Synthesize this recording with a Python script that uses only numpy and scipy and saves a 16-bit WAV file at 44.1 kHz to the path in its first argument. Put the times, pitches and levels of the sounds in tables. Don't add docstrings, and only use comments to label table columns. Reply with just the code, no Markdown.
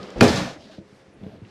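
import sys
import numpy as np
from scipy import signal
from scipy.fft import rfft, irfft
from scipy.io import wavfile
from scipy.ndimage import uniform_filter1d

SR = 44100
rng = np.random.default_rng(int(sys.argv[2]) if len(sys.argv) > 2 else 0)


def waveform_to_disk(signal):
    frames = np.transpose(np.atleast_2d(signal))
    scaled = np.clip(frames, -1, 1) * 32767
    samples = np.round(scaled).astype(np.int16)
    wavfile.write(sys.argv[1], SR, samples)


def volts_from_db(level):
    exponent = np.asarray(level, float) / 20
    return 10 ** exponent


N = 66150
PANEL_CUT_HZ = 80.4


def unit(x):
    return x / np.sqrt(np.mean(x ** 2))


def curve(points):
    s, db = np.array(points, float).T
    return volts_from_db(np.interp(np.arange(N) / SR, s, db, -120, -120))


def colour(x, points):
    hz, db = np.array(points, float).T
    bins_hz = np.arange(N // 2 + 1) * SR / N
    gain = volts_from_db(np.interp(np.log(bins_hz + 1), np.log(hz), db))
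    return unit(irfft(rfft(x) * gain, N))


def ring(x, modes):
    out = np.zeros(N)
    for hz, db, t60 in modes:
        pole = np.exp((2j * np.pi * hz - np.log(1000) / max(t60, .003)) / SR)
        out += volts_from_db(db) * signal.lfilter([1], [1, -pole], x).imag
    return out


def pushes(rows):
    t, out = np.arange(N) / SR, np.zeros(N)
    for s, db, ms, *direction in rows:
        push = np.sin(np.pi * np.clip((t - s) * 1000 / max(ms, .05), 0, 1))
        out += volts_from_db(db) * np.sign(np.prod(direction)) * push / push.sum()
    return out


def grains(per_s, spread_db):
    when, way, size = rng.random((3, N))
    return unit((when < per_s / SR) * np.sign(way - .5) * volts_from_db(-spread_db * np.log(1 - size)))


def flicker(rate_hz, db):
    k = int(SR / rate_hz)
    smooth = uniform_filter1d(uniform_filter1d(rng.standard_normal(N), k), k)
    return volts_from_db(db * unit(smooth))


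def band(x, hz, octaves):
    edges = [hz * 2 ** -octaves, min(hz * 2 ** octaves, 20000)]
    return signal.sosfilt(signal.butter(2, edges, "band", fs=SR, output="sos"), x)


def high(x, hz, order=3):
    return signal.sosfilt(signal.butter(order, hz, "high", fs=SR, output="sos"), x)


def low(x, hz, order):
    return signal.sosfilt(signal.butter(order, hz, fs=SR, output="sos"), x)


def dull(x):
    return low(x, 12600, 8)


def air(points):
    x = colour(rng.standard_normal(N), points)
    bass = low(x, 700, 2)
    return bass * flicker(20, 2) + (x - bass) * flicker(12, 1)


# frequency in Hz, level in dB per Hz.
OUTSIDE = [(24, -27), (60, -12), (150, -8), (198, 10), (258, -5.5), (450, 3.5), (865, -8.5), (1270, -9.5),
           (4940, -19.5), (13000, -49.5)]
# time in seconds, level in dB.
GAP = [(0, -42), (.04, -39), (.15, -43), (.2, -35.5), (.215, -12)]


def outside_air():
    return dull(air(OUTSIDE) * curve(GAP))


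# frequency in Hz, level in dB with the gap open.
WHINE = [(404, -58.5), (592, -60.5), (1244, -56)]


def whine():
    t = np.arange(N) / SR
    tones = sum(volts_from_db(db) * flicker(40, 4.8) * np.sin(2 * np.pi * hz * t) for hz, db in WHINE)
    return tones * np.sqrt(2) * np.clip((.16 - t) / 0.037, 0, 1)


# frequency in Hz, level in dB per Hz.
CABIN = [(18, -51), (30, -8.5), (354, -4), (424, -6.5), (1040, -16), (2200, -18.5), (3680, -28.5),
         (9520, -40.5), (14000, -61)]


def cabin_air():
    return dull(volts_from_db(-54) * air(CABIN))


# frequency in Hz, level in dB, t60 in seconds.
HUM = [(194, -10, 0.194), (413.6, 2.5, 0.94), (532, 4, 0.67), (125.7, -3.5, 0.79)]


def hum():
    return volts_from_db(-61) * unit(ring(rng.standard_normal(N), HUM))


# start in seconds, level in dB, contact in ms.
STEPS = [(.003, -33.5, 1.7), (.7815, -37.5, 0.98), (.7842, -29, 2.17), (.815, -42, 1.5), (.926, -42.5, 2.6),
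         (.955, -46, 6.2), (1.025, -53, 1.1), (1.078, -37.5, 4.5), (1.213, -37, 2), (1.232, -30.5, 2.4),
         (1.222, -44, 1.5), (1.244, -46, 0.73), (1.259, -46, 0.92), (1.2645, -26, 2.14),
         (1.335, -40.5, 2.3), (1.345, -41.5, 2), (1.357, -40, 2.6), (1.378, -37, 4.6), (1.4175, -35, 2.2)]
# frequency in Hz, level in dB, t60 in seconds.
FLOOR = [(94, -5.5, 0.13), (140, -10, 0.076), (204.4, -2, 0.11), (253, -6, 0.036), (312, 0, 0.027),
         (431, -6.5, 0.096), (508, -7.5, 0.1), (580, -3, 0.047), (644, -9.5, 0.08)]
# time in seconds, level in dB.
SCUFF = [(.9, -72), (1.05, -73), (1.13, -97), (1.2, -64), (1.24, -44), (1.3, -49.5), (1.345, -48),
         (1.4, -56), (1.5, -69)]


def steps():
    footfalls = ring(pushes(STEPS), FLOOR)
    creaking = unit(ring(grains(560, 1.1), FLOOR[2:])) * curve(SCUFF)
    return high(footfalls + creaking, 116)


# start in seconds, level in dB, centre in Hz, decay in ms.
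TICKS = [(.0300, -29, 3800, 2.4), (0.104, -36, 5700, 1.3), (0.1077, -48, 6170, 0.53),
         (.1755, -48, 7500, 0.8), (0.185, -29, 4930, 0.41), (0.209, -11, 3800, 8.8),
         (0.213, -49, 11100, 3.4), (0.279, -16.5, 4200, 30), (0.359, -21.5, 4500, 20),
         (1.208, -39.5, 2180, 1.45), (1.236, -41.5, 2860, 2.3), (1.265, -33, 1230, 3.6),
         (1.266, -47, 2600, 7.7), (1.29, -48, 1680, 17), (1.346, -43.5, 1300, 16),
         (1.449, -38.5, 2230, 4.3), (0.2, -45, 6000, 1), (0.374, -25.5, 5500, 3.6), (0.406, -31.5, 4540, 8),
         (.52, -52, 4960, 1.5)]


def ticks():
    t, noise, out = np.arange(N) / SR, rng.standard_normal(N), np.zeros(N)
    for s, db, hz, ms in TICKS:
        decay = (t > s) * np.exp(-np.maximum(t - s, 0) * 1000 / ms)
        out += volts_from_db(db) * band(noise * decay, hz, 0.42)
    return out


# time in seconds, level in dB.
SHAKE = [(.150, -75), (.165, -29), (.205, -30.5), (.224, -16.5), (.29, -24), (.37, -26.5), (.46, -33.5),
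         (.545, -45), (.585, -60)]


def shaking():
    shake = curve(SHAKE)
    return shake, shake / shake.max()


def shudder():
    shake, share = shaking()
    force = low(grains(1200, 2.2) * shake * share ** 0.19 * volts_from_db(-25.5), 570, 1)
    resting = np.clip((np.arange(N) / SR - 0.331) / 0.043 + .5, 0, 1)
    on_door = force * volts_from_db(-6 * resting)
    on_walls = volts_from_db(-5) * force * resting
    return on_door, on_walls


# start in seconds, level in dB, contact in ms, direction.
SEAL_TOUCH = [
    (.1600, -33, 0.61, 1),
    (.1690, -31, 1.2, -1),
    (.1790, -32.5, 3.2, 1),
    (.1970, -38, 1.3, -1),
    (.2045, -29.5, 1.8, 1),
]
# frequency in Hz, level in dB, t60 in seconds.
SEAL = [(65, 0, 0.058), (251, 2.5, 0.095), (320, -10, .05), (535, 7, 0.091), (664, -14, 0.029)]


def seal():
    return ring(pushes(SEAL_TOUCH), SEAL)


# start in seconds, level in dB, contact in ms, direction.
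BLOWS = [(.2110, -21.5, 1.1, -1), (.2135, -17, 0.71, 1), (.2156, -2.5, 3.9, 1), (.2168, -5.5, 1.32, -1),
         (.2228, -8, 0.58, 1), (.2285, -12.5, 2.4, 1), (.2590, -18.5, 0.73, -1), (.2735, -16, 1.33, 1),
         (.2850, -21, 1.73, 1), (.3650, -35, 2.3, -1), (.4150, -29.5, 2.6, 1)]
# frequency in Hz, level in dB, t60 in seconds.
PANEL = [(39, -30, 0.3), (87.8, -1, 0.085), (128.7, -7, .25), (157, -27, 0.49), (198, 0, 0.082),
         (240.95, 1.5, 0.18), (281.2, -10.5, 0.21), (344.7, 2.5, 0.075), (416.3, -5.5, 0.153),
         (497.5, 4, 0.041), (550, -6.5, 0.29), (640, -11, 0.13), (795, -2.5, 0.069), (876, -17.5, 0.27)]
# start in seconds, level in dB, contact in ms, direction.
SQUEEZE = [
    (.1700, -30, 2.8, 1),
    (.2220, -12.5, 7.3, -1),
    (.2280, -10.5, 5.1, 1),
    (.2660, -33, 5, 1),
]
# frequency in Hz, level in dB, t60 in seconds.
BOOM = [(90, -3.5, 0.12), (76.7, -10, 0.22)]


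def panel(door_shudder):
    force = pushes(BLOWS) + door_shudder
    damped = [(hz, db - 1, min(t60, .24)) for hz, db, t60 in PANEL[1:]]
    boom = ring(pushes(SQUEEZE), BOOM)
    sway = ring(force, PANEL[:1])
    return high(ring(force, damped) + boom, PANEL_CUT_HZ) + sway


# start in seconds, level in dB.
STRIKES = [(0.2101, -15.5), (.2087, -8), (0.209, -31), (0.2123, -6.5), (0.211, -17.5), (0.2241, -20.5)]
# frequency in Hz, level in dB, t60 in seconds.
LATCH = [(2500, 3, 0.0079), (3440, -14, 0.0055), (4720, -7.5, 0.0065), (4050, -30, 0.0037),
         (4900, -8.5, 0.0045), (5500, -8, 0.0033), (7060, -16, 0.016), (9100, -14.5, 0.0025),
         (11600, -23, 0.013)]
# start in seconds, level in dB.
PLATE_STRIKES = [
    (.2100, -19),
    (0.2109, -4.5),
    (0.2127, -17.5),
    (.2230, -12),
]
# frequency in Hz, level in dB, t60 in seconds.
PLATE = [(944, -11, 0.017), (1428, 1, 0.022), (1595, -4, 0.014), (2100, -13, 0.031)]


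def latch():
    tongue = ring(pushes([(s, db, .07) for s, db in STRIKES]), LATCH)
    plate = ring(pushes([(s, db, .2) for s, db in PLATE_STRIKES]), PLATE)
    return tongue + plate


# start in seconds,
# level in dB, frequency in Hz, t60 in seconds.
KNOCKS = [(.2130, -13.5, 482, 0.044), (0.2224, -13, 2440, 0.041), (.7850, -34, 192.5, 0.13),
          (.926, -48, 300, .05), (1.025, -52, 403, .06), (0.661, -45, 200, 0.078), (.697, -40, 640, 0.12),
          (.735, -45.5, 766, 0.075), (.800, -38.5, 334, 0.12), (1.008, -49, 125, 0.11),
          (1.218, -41, 94, .07), (1.324, -45, 115, 0.13), (1.42, -30.5, 108, 0.12), (1.455, -42, 190, 0.13),
          (0.574, -42.5, 84, 0.16), (0.561, -34, 300, 0.071)]


def boards():
    knocks = sum(ring(pushes([(s, db, 300 / hz)]), [(hz, 0, t60)]) for s, db, hz, t60 in KNOCKS)
    return high(knocks, 64)


# frequency in Hz, level in dB per Hz.
RATTLE = [(410, -1), (700, -0.5), (790, -5), (1040, -9), (1530, -7), (5810, -15), (12200, -31.5),
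          (14300, -43), (15000, -90.5)]


def rattle():
    shake, share = shaking()
    knocks = grains(16000, 1.3)
    tins = [(hz, 0, 120 / hz) for hz in 900 * 2 ** (3.5 * rng.random(40))]
    ringing = volts_from_db(-15) * unit(ring(knocks, tins))
    chatter = colour(knocks + ringing, [(300, -44), *RATTLE])
    chatter = chatter - high(chatter, 3840) * (1 - share ** 0.34)
    start = np.clip((np.arange(N) / SR - .214) / 0.015, 0, 1)
    return chatter * shake * start * flicker(57, 0.55)


# start in seconds, level in dB, contact in ms.
CHIME = [(.2290, -30.5, 0.038)]


def chime():
    return ring(pushes(CHIME), [(10900, 0, .05), (11150, -3, .05)])


# start in seconds, level in dB, contact in ms, direction.
WALL_JOLTS = [
    (.283, -28, 1.5, 1),
    (.345, -23.5, 1.5, 1),
    (.378, -23, 2.34, -1),
    (.414, -30, 1.46, 1),
    (.445, -31, 2.1, 1),
]
# frequency in Hz, level in dB, t60 in seconds.
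WALL = [(130, -12, .15), (150, -5.5, 0.19), (183, 5, 0.12), (300, -3, 0.18), (534, -7.5, 0.11),
        (690, -21, .08)]


def walls(wall_shudder):
    return ring(wall_shudder, WALL) + high(ring(pushes(WALL_JOLTS), WALL), PANEL_CUT_HZ)


# start in seconds, length in seconds, level in dB, centre in Hz.
RUSTLES = [(0.575, 0.093, -55, 3640), (0.633, 0.17, -55.5, 3450), (0.512, 0.252, -51, 210),
           (0.393, 0.29, -48.5, 520), (0.514, 0.077, -51.5, 1500), (0.628, 0.17, -57.5, 1400),
           (0.767, 0.38, -66.5, 4400), (0.87, 0.17, -76, 6700), (1.18, 0.22, -78, 10000),
           (1.16, 0.28, -65, 3340), (1.433, 0.22, -63.5, 3800)]


def rustle():
    t, cloth, out = np.arange(N) / SR, grains(9000, 2.0) * flicker(50, 1.0), np.zeros(N)
    for s, length, db, hz in RUSTLES:
        swell = np.sin(np.pi * np.clip((t - s) / length, 0, 1)).clip(0) ** .5
        out += volts_from_db(db) * unit(band(cloth, hz, 0.46)) * swell
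    return dull(out)


# start in seconds, length in seconds, from Hz, to Hz, level in dB.
SQUEAKS = [
    (1.07, .14, 10800, 10550, -83),
    (1.118, .07, 9700, 9190, -80.5),
    (1.29, .07, 12200, 9500, -81),
]


def squeaks():
    t, out = np.arange(N) / SR, np.zeros(N)
    for s, length, hz, end_hz, db in SQUEAKS:
        p = np.clip((t - s) / length, 0, 1)
        phase = 2 * np.pi * np.cumsum(hz + (end_hz - hz) * p) / SR
        out += volts_from_db(db) * np.sin(np.pi * p) * np.sin(phase)
    return out * flicker(60, 5)


def stereo(mid):
    late = np.roll(mid, 300)
    side = high(late, 7050, 1) * volts_from_db(-20) + band(late, 13300, 0.13) * volts_from_db(-4)
    side += volts_from_db(-93) * dull(unit(band(rng.standard_normal(N), 12000, .1)))
    side += volts_from_db(-51) * late + volts_from_db(-49) * band(late, 40, 1.0) + volts_from_db(-48) * band(late, 800, 0.37)
    return np.array([mid + side, mid - side])


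def scene():
    on_door, on_walls = shudder()
    background = outside_air() + whine() + cabin_air() + hum()
    door = seal() + panel(on_door) + latch() + rattle() + chime() + walls(on_walls)
    inside = steps() + ticks() + boards() + rustle() + squeaks()
    return stereo(background + door + inside)


def roll_off(x):
    return signal.sosfilt(signal.butter(12, 15260, fs=SR, output="sos"), x)


def record(dry):
    x = high(dry, 25.9, 2)
    x = x / (1 + (x / .98) ** 4) ** .25
    x = signal.sosfilt(signal.ellip(6, .2, 13, 13600, fs=SR, output="sos"), x)
    x = signal.sosfilt(signal.ellip(8, .2, 70, 15300, fs=SR, output="sos"), x)
    return roll_off(x)


dry = scene()
out = record(dry)
waveform_to_disk(out)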